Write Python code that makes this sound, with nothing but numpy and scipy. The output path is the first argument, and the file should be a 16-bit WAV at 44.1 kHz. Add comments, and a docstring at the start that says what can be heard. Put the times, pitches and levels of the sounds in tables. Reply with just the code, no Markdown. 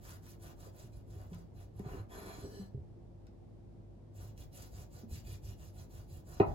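"""In a quiet kitchen, a large knife saws through a soft loaf cake on a wooden board, close to a phone.
Fracturing crust grains hiss with blade speed while noise rustles and rumbles as the crumb and rocking loaf.
The edge taps the board, is drawn out along the wood by stick and slip with the blade ringing faintly, and
the slice flops over in damped thuds. The second cut ends in a firm knock of ringing modes. A fridge hums
as wavering sines, and the walls return a diffuse echo."""
import sys
import numpy as np
from scipy import signal
from scipy.fft import rfft, irfft
from scipy.io import wavfile
from scipy.ndimage import uniform_filter1d

SR = 44100
rng = np.random.default_rng(int(sys.argv[2]) if len(sys.argv) > 2 else 0)


def output_pcm(signal):
    """Save a mono or channel-first signal as 16-bit PCM at the path in sys.argv[1].

    Samples are clipped to [-1, 1] before scaling.
    """
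    pcm = np.clip(np.atleast_2d(signal).T, -1, 1) * 32767
    wavfile.write(sys.argv[1], SR, np.round(pcm).astype(np.int16))


N = 288414
TIME = np.arange(N) / SR
FREQ = np.maximum(np.arange(N // 2 + 1) * SR / N, 1)
TOP_HZ = 15800


def undb(db):
    """Logarithmic level: decibels become an amplitude gain."""
    return np.exp(np.asarray(db) * (np.log(10) / 20))


def unit(x):
    """Normalisation: the mean power is set to 1."""
    return x / np.sqrt(np.mean(x ** 2))


def shape(points):
    """Spectral envelope: gain joined through (Hz, dB) points on a logarithmic frequency axis."""
    hz, db = np.transpose(points)
    return undb(np.interp(np.log(FREQ), np.log(hz), db))


def resonances(peaks):
    """Superposition of damped resonators, each given as (Hz, width in Hz, dB)."""
    response = 0
    for hz, width, db in peaks:
        detuning = (FREQ ** 2 - hz ** 2) / (FREQ * width)
        response = response + undb(db) / (1 + 1j * detuning)
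    return response


def colour(x, response):
    """Linear filtering: the spectrum is multiplied by a response, then scaled to rms 1."""
    return unit(irfft(rfft(x) * response, N))


def walk(rate):
    """Slow random modulation: chance levels, two per cycle of the rate in Hz, joined in time; rms 1."""
    levels = rng.standard_normal(2048)
    return unit(np.interp(TIME * rate * 2, np.arange(len(levels)), levels))


def grains(rate, spread_db):
    """Shot noise: tiny fractures at random moments, rate per second, with random sign and uneven size."""
    happens = rng.random(N) < rate / SR
    sign = rng.choice([-1, 1], N)
    size = undb(spread_db * np.minimum(rng.standard_normal(N), 2))
    return happens * sign * size


def ring(modes):
    """Modal decay: (Hz, dB, t60 in s) modes die away, neighbours in opposite phase; peak 1."""
    t = TIME[:SR // 2]
    y = 0
    for k, (hz, db, t60) in enumerate(modes):
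        decay = np.exp(-np.log(1000) * t / t60)
        y = y + (-1) ** k * undb(db) * np.sin(2 * np.pi * hz * t) * decay
    return y / np.abs(y).max()


def soften(x, contact_s):
    """Finite contact time: a soft contact spreads the blow and dulls it; peak 1."""
    t = TIME[:SR // 20]
    y = signal.fftconvolve(x, t * np.exp(-t / contact_s))
    return y / np.abs(y).max()


def add(track, s, sound):
    """Superposition: a sound is summed into the track at a time in seconds."""
    i = max(int(s * SR), 0)
    track[i:i + len(sound)] += sound[:N - i]


def glide(t, length_s, attack_s, release_s):
    """Kinematics of a hand movement: speed from 0 to 1 gathers, holds and comes to rest."""
    nearest_end = np.minimum(t / attack_s, (length_s - t) / release_s)
    return np.sin(np.pi / 2 * np.clip(nearest_end, 0, 1))


def blade(fractures, peaks, wander_db, wander_hz):
    """Moving excitation: contact slides along the steel, so each steep resonance swells on its own."""
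    out = 0
    for hz, width, db in peaks:
        band = signal.iirpeak(hz, hz / width, fs=SR)
        once = signal.lfilter(*band, fractures)
        twice = signal.lfilter(*band, once)
        out = out + twice * undb(db + wander_db * walk(wander_hz))
    return unit(out)


def patchy(x, response, depth_db, rate_hz, count):
    """Independent band modulation: with uneven crust, each stretch of the spectrum flickers on its own."""
    spectrum = rfft(x) * response
    centres = np.sqrt(np.linspace(0, TOP_HZ, count))
    out = 0
    for own in np.eye(count):
        overlap = np.interp(np.sqrt(FREQ), centres, own)
        out = out + irfft(spectrum * overlap, N) * undb(depth_db * walk(rate_hz))
    return unit(out)


# Spectrum of the room rumble. Each row: frequency in Hz, relative level in dB.
AIR_SPECTRUM = [(18, -37), (32, -16), (48, -6), (65, -1), (100, -1.5), (160, -4), (300, -10.5),
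                (500, -14.5), (750, -20), (1300, -37), (2500, -43), (5000, -46.5), (12000, -56),
                (15000, -67)]
# Partials of the fridge hum. Each row: mean frequency in Hz, mid level in dB rms.
FRIDGE_PARTIALS = [(48.4, -62), (101, -58.5), (344.5, -70)]


def kitchen(floor_db=-56, bass_likeness=0.56):
    """Spatial coherence: rumble is partly alike on both sides in the bass; the hum wavers in pitch and level."""
    likeness = bass_likeness / (1 + (FREQ / 260) ** 2)
    mid, side = rfft(rng.standard_normal((2, N))) * shape(AIR_SPECTRUM)
    mid, side = mid * np.sqrt(1 + likeness), side * np.sqrt(1 - likeness)
    air = unit(irfft(np.array([mid + side, mid - side]), N)) * undb(floor_db + 0.2 * walk(6.6))
    hum = 0
    for hz, db in FRIDGE_PARTIALS:
        level = undb(db + 2 * walk(5)) * np.sqrt(2)
        phase = 2 * np.pi * np.cumsum(hz + 2.232 * walk(8.03)) / SR
        hum = hum + level * np.sin(phase)
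    return air + hum


# Sawing strokes. Each row: start in seconds, length in seconds, then relative levels in dB of
# the crust hiss, the crumb rustle and the push that rocks the loaf.
SAW_STROKES = [(.005, 0.19, -58, -70, -55), (0.218, .145, -60, -79, -76), (0.399, 0.14, -59, -60, -51.5),
               (0.566, 0.15, -63, -64, -55.5), (0.726, .17, -62, -66, -60.5),
               (0.904, 0.12, -71, -73, -49.5), (1.056, .26, -68.5, -67.5, -51),
               (1.281, 0.17, -70.5, -65.5, -50), (1.542, 0.13, -68, -70, -51),
               (1.737, .117, -72.5, -74, -48.5), (1.845, 0.19, -67.5, -72, -46.5),
               (4.131, 0.2, -63.5, -67, -53), (4.369, 0.087, -59, -67.5, -53), (4.519, .18, -56, -64, -56),
               (4.708, 0.16, -60, -65, -47), (4.901, .15, -62.5, -69.5, -52.5),
               (5.089, 0.13, -55.5, -70, -46), (5.235, 0.15, -57, -66.5, -43.5),
               (5.422, 0.13, -60, -69.5, -43.5), (5.567, .153, -63, -70, -50.5),
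               (5.735, 0.13, -62, -68, -51), (5.89, 0.17, -63.5, -69, -54), (6.071, .15, -63.5, -72.5, -49),
               (6.243, .21, -63, -64, -48.5), (6.445, 0.13, -68.5, -52.5, -42)]
# Spectra of crust, coarse crust rasp, rustling crumb and rocking loaf.
# Each row: frequency in Hz, relative level in dB.
CRUST_SPECTRUM = [(700, -27), (1500, -7.5), (2000, -1.5), (2600, -1.5), (5500, -1), (7000, 3.5),
                  (9000, -1.5), (12000, 5.5), (14500, -3.5), (16000, 2)]
COARSE_SPECTRUM = [(600, -11.5), (1000, -7), (1400, -7.5), (1900, -11.5), (2600, -15), (5000, -21)]
CRUMB_SPECTRUM = [(150, -5), (350, -4.5), (600, 12.5), (900, 1), (1400, -4), (2000, -9.5), (4000, -30)]
LOAF_SPECTRUM = [(18, -20), (35, 0.5), (55, 5.5), (80, 7.5), (110, 4.5), (160, -1.5), (250, -29),
                 (400, -19.5), (900, -75)]
# Blade resonances deep in the loaf. Each row: frequency in Hz, width in Hz, relative level in dB.
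BLADE_IN_LOAF = [(2485, 120, 3), (2820, 330, 1), (3330, 340, -0.5), (4067, 130, 5.5), (4753, 180, 3.5),
                 (5790, 430, -3), (7070, 1500, -3.5), (11210, 350, 1.5), (12700, 260, -2.5),
                 (14700, 370, -8)]
RISE_SHARE = 0.41  # part of a stroke spent speeding up
# coarse rasp against the hiss: it fades to a floor as the blade sinks through the tough heel
HEEL_DB, HEEL_FADE_DB_PER_S, SOFT_CRUST_DB = -2.5, 17, -20.5


def sawing(inertia_s=0.043, press_share=0.27):
    """Fracture noise: crust grains break as fast as the blade moves; crumb rustles and the loaf rocks."""
    hiss, sing, rustle, rumble = np.zeros((4, N))
    usual_db = np.mean(SAW_STROKES, axis=0)[-1]
    for start, length, hiss_db, rustle_db, push_db in SAW_STROKES:
        speed = glide(TIME[:SR // 2], length, RISE_SHARE * length, (1 - RISE_SHARE) * length)
        add(hiss, start, undb(hiss_db) * speed)
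        # a harder push rocks the loaf more and drives the steel more
        add(sing, start, undb(hiss_db + press_share * (push_db - usual_db)) * speed)
        add(rustle, start, undb(rustle_db) * speed)
        add(rumble, start, undb(push_db) * speed)
    # the arm cannot start or stop at once
    hiss, sing = uniform_filter1d(np.array([hiss, sing]), int(inertia_s * SR))

    fractures = grains(rate=12000, spread_db=3.5) * undb(1.04 * walk(60))
    crust = patchy(fractures, shape(CRUST_SPECTRUM), depth_db=2.6, rate_hz=32, count=7) * undb(-1.0)
    tough_db = np.maximum(HEEL_DB - HEEL_FADE_DB_PER_S * TIME, SOFT_CRUST_DB)
    coarse = colour(grains(rate=760, spread_db=10.5), shape(COARSE_SPECTRUM)) * undb(tough_db)
    steel_grains = grains(rate=5000, spread_db=6.5)
    steel = blade(steel_grains, BLADE_IN_LOAF, wander_db=4.5, wander_hz=14) * undb(-9.5)
    crumb_grains = grains(rate=800, spread_db=6.0) * undb(2 * walk(25))
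    crumb = colour(crumb_grains, shape(CRUMB_SPECTRUM))
    loaf = colour(rng.standard_normal(N), shape(LOAF_SPECTRUM))
    return hiss * (crust + coarse) + sing * steel + rustle * crumb + rumble * loaf


# Soft bumps of loaf and slice on the board, and at 1.797 s the board's thump just after the edge lands. # Each
# row: time in seconds, peak level in dB, frequency of the main mode in Hz, its t60 in seconds.
SOFT_BUMPS = [(.668, -48.5, 529, 0.089), (0.837, -44.5, 116.7, 0.48), (1.162, -41, 99.6, 0.31),
              (1.318, -39, 172.6, 0.27), (1.797, -35, 199.6, 0.078), (1.86, -34, 132, 0.096),
              (1.997, -35, 102.5, 0.14), (2.597, -37, 194.4, 0.21), (2.745, -33, 129.6, 0.15),
              (2.775, -38.5, 80, 0.29), (2.97, -53.5, 338, 0.38), (4.241, -41.5, 106.6, 0.37),
              (5.033, -41.5, 226, 0.22), (5.113, -44, 72, 0.27)]


def bumps():
    """Damped vibration: moist cake settles on the board, and once the board answers the edge, with dull,
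    quickly dying thuds."""
    out = np.zeros(N)
    for s, db, hz, t60 in SOFT_BUMPS:
        thud = ring([(hz, 0, t60), (410, -4, .06)])
        add(out, s, undb(db) * soften(thud, contact_s=0.00051))
    return out


# Cracks of breaking crust and ticks of the blade. Each row: time in seconds, peak level in dB,
# centre frequency in Hz, time in seconds for the driving noise to fall to 1/e.
CRACKS = [(.933, -62, 5000, .0034), (1.331, -52.5, 890, 0.011), (1.345, -51.5, 8900, .0034),
          (1.794, -52, 5970, 0.002), (3.268, -58.5, 2400, 0.002), (4.3763, -53, 4000, .0034)]


def ticks():
    """Impulsive release: each crack is a decaying noise burst in a band two octaves wide."""
    out, t = np.zeros(N), TIME[:SR // 8]
    for s, db, hz, decay_s in CRACKS:
        band = signal.butter(1, [hz / 2, min(hz * 2, .45 * SR)], "band", fs=SR)
        burst = rng.standard_normal(len(t)) * np.exp(-t / decay_s)
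        crack = signal.lfilter(*band, burst)
        add(out, s, undb(db) * crack / np.abs(crack).max())
    return out


# Landings of the edge on the board. Each row: time in seconds, peak blow in dB, peak tick in dB.
EDGE_LANDINGS = [(1.7921, -44.5, -51.5), (6.3993, -12, -26.5)]
# Modes of the board under a blow, then of the edge meeting the wood.
# Each row: frequency in Hz, relative level in dB, t60 in seconds.
BOARD_MODES = [(102, -8, 0.14), (174, -6, 0.062), (218.5, -13, 0.13), (323, 0.5, 0.047), (416, 3, 0.061),
               (600, -15, 0.075), (649, -10.5, 0.062), (790, -9, 0.051), (848, -20.5, 0.12),
               (1152, -20, 0.03), (1296, -27, 0.077), (1820, -52, 0.088), (2490, -20.5, 0.085)]
EDGE_MODES = [(852, 11, 0.017), (1910, -5, 0.052), (2206, -2.5, 0.02), (2510, -13, 0.019),
              (3400, -35, 0.0056), (4120, -7.5, 0.0096), (7100, -39, .01)]


def knocks(follow_s=0.00203, crunch_db=-19.0, crunch_s=0.015):
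    """Impact excitation: the edge ticks, the hand's weight follows, the board booms and crust is crushed."""
    out, t = np.zeros(N), TIME[:SR // 4]
    crunch_spectrum = shape([(200, -3), (600, 6.5), (1100, 7.5), (1380, -6), (1580, -34),
                             (2000, -17), (2800, -9), (3400, -55.0), (9000, -68)])
    crushed = colour(grains(rate=3000, spread_db=-1.0), crunch_spectrum)
    for s, blow_db, tick_db in EDGE_LANDINGS:
        add(out, s, undb(tick_db) * ring(EDGE_MODES))
        add(out, s + follow_s, undb(blow_db) * soften(ring(BOARD_MODES), contact_s=.00006))
        # the bottom crust is crushed between edge and board
        add(out, s + follow_s, undb(blow_db + crunch_db) * crushed[:len(t)] * np.exp(-t / crunch_s))
    return out


# The edge dragged along the board, forward and then back out. Each row: start in seconds,
# length in seconds, then relative levels in dB of board, rasp and blade.
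EDGE_DRAGS = [(1.818, 0.24, -49, -59, -66.5), (2.08, 0.626, -51, -59, -59.5)]
# Spectrum of the rasp on the wood. Each row: frequency in Hz, relative level in dB.
RASP_SPECTRUM = [(400, -30), (650, 6.5), (850, 2), (1100, -2.5), (1400, -4), (1900, -8.5), (2800, -13),
                 (5000, -40)]
# Blade resonances with its edge on the board, then drawn clear.
# Each row: frequency in Hz, width in Hz, relative level in dB.
BLADE_ON_BOARD = [(1810, 240, 8), (2330, 300, 9), (3370, 280, 9.5), (4110, 390, 9.5), (4630, 110, 6),
                  (5200, 230, 6), (6800, 1200, 5), (8040, 220, 6), (11260, 390, 12), (14330, 250, -7)]
BLADE_DRAWN_CLEAR = [(1715, 77, 7), (3000, 260, 2.5), (3250, 160, -8), (4120, 110, 8.5), (4460, 93, 4),
                     (4790, 89, 7), (5100, 120, -4), (5800, 150, 8), (7850, 110, 6.5), (8850, 140, -14),
                     (9800, 110, 7.5), (11220, 160, 1), (12750, 140, -5)]
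# a drag starts quickly, ends slowly and grows with a power of its speed
DRAG_ATTACK_S, DRAG_RELEASE_S, DRAG_POWER = 0.072, .13, 1.36
CLEAR_AT_S, CLEARING_S = 2.322, .13  # the blade slides clear of the loaf
CLEAR_RING_DB, CLEAR_HISS_DB, CLEAR_RASP_DB = -5, -3, -11.5  # change in the scrape once it is clear
LIFT_AT_S, LIFT_DB_PER_S = 2.51, 67  # the hand takes its weight off the board


def dragging():
    """Stick-slip friction: the edge shakes board and blade, whose resonances change as it comes clear."""
    shake, scrape, sing = np.zeros((3, N))
    for start, length, board_db, rasp_db, blade_db in EDGE_DRAGS:
        drive = glide(TIME - start, length, DRAG_ATTACK_S, DRAG_RELEASE_S) ** DRAG_POWER
        shake += undb(board_db) * drive
        scrape += undb(rasp_db) * drive
        sing += undb(blade_db) * drive
    drawn = np.clip((TIME - CLEAR_AT_S) / CLEARING_S, 0, 1)
    weight = undb(-LIFT_DB_PER_S * np.maximum(TIME - LIFT_AT_S, 0))

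    slips = grains(rate=3100, spread_db=5.5) * undb(3.4 * walk(32))
    board_peaks = resonances([(218, 40, -12.5), (308, 49, -3), (409.4, 58, 10.5)])
    board_slope = shape([(60, 18), (150, 1.0), (500, -14.5), (1200, -23), (4000, -38)])
    board = colour(slips, board_peaks * board_slope)
    rasp_grains = grains(rate=2700, spread_db=4.0) * undb(2.0 * walk(35))
    rasp = colour(rasp_grains, shape(RASP_SPECTRUM))

    fibres = grains(rate=8000, spread_db=1.0) * undb(1.2 * walk(50))
    held = blade(fibres, BLADE_ON_BOARD, wander_db=3, wander_hz=11)
    clear = blade(fibres, BLADE_DRAWN_CLEAR, wander_db=3, wander_hz=11)
    steel = undb(-3.5) * (np.sqrt(1 - drawn) * held + np.sqrt(drawn) * undb(CLEAR_RING_DB) * clear)
    hiss = colour(grains(rate=7900, spread_db=-1), shape(CRUST_SPECTRUM))
    steel += undb(-6.5 + CLEAR_HISS_DB * drawn) * hiss
    return shake * weight * board + scrape * undb(CLEAR_RASP_DB * drawn) * rasp + sing * steel


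# Echo bands of the room. Each row: centre in Hz, t60 in seconds, relative level in dB.
ROOM_BANDS = [(61, 0.96, -22), (200, 0.85, -6.5), (440, 0.27, -6.5), (705, 0.42, 2), (1290, 0.21, 5.5),
              (2660, 0.19, -1.5), (5270, 0.15, 3.5), (8700, 1, -26), (16000, 0.27, -3.5)]


def echo(x, gap_s=0.0016):
    """Diffuse reverberation: hard walls return noise tails, different on each side, each band decaying alone."""
    t = TIME[:SR * 3 // 4]
    freq = np.maximum(np.arange(len(t) // 2 + 1) * SR / len(t), 1)
    noise, tail = rfft(rng.standard_normal((2, len(t)))), 0
    centres = np.log(np.array(ROOM_BANDS)[:, 0])
    for (hz, t60, db), own in zip(ROOM_BANDS, np.eye(len(ROOM_BANDS))):
        # silent for the gap, then a ramp of the same length
        decay = np.clip(t / gap_s - 1, 0, 1) * np.exp(-np.log(1000) * t / t60)
        band = irfft(noise * np.interp(np.log(freq), centres, own), len(t))
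        tail = tail + undb(db) * band * decay / np.sqrt(np.sum(decay ** 2))
    return signal.fftconvolve(x[None], tail, axes=1)[:, :N]


def ports(x, lag_s=0.0002756):
    """Propagation delay: the board lies nearer the right microphone, so the left hears it later."""
    taps = np.arange(-32, 33)
    # a windowed sinc delays by a fraction of a sample
    delay = np.sinc(taps - lag_s * SR) * np.kaiser(len(taps), 2)
    return np.array([np.convolve(x, delay, "same"), x])


def scene():
    """Direct and reverberant fields: the board is heard straight and off the walls, over the room's floor."""
    board = sawing() + bumps() + ticks() + knocks() + dragging()
    return undb(0.73) * ports(board) + undb(-0.5) * echo(board) + kitchen()


def record(dry):
    """Band limiting: the phone cuts the top with a steep low-pass."""
    return signal.sosfilt(signal.ellip(8, .2, 70, TOP_HZ, fs=SR, output="sos"), dry)


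dry = scene()
out = record(dry)
output_pcm(out)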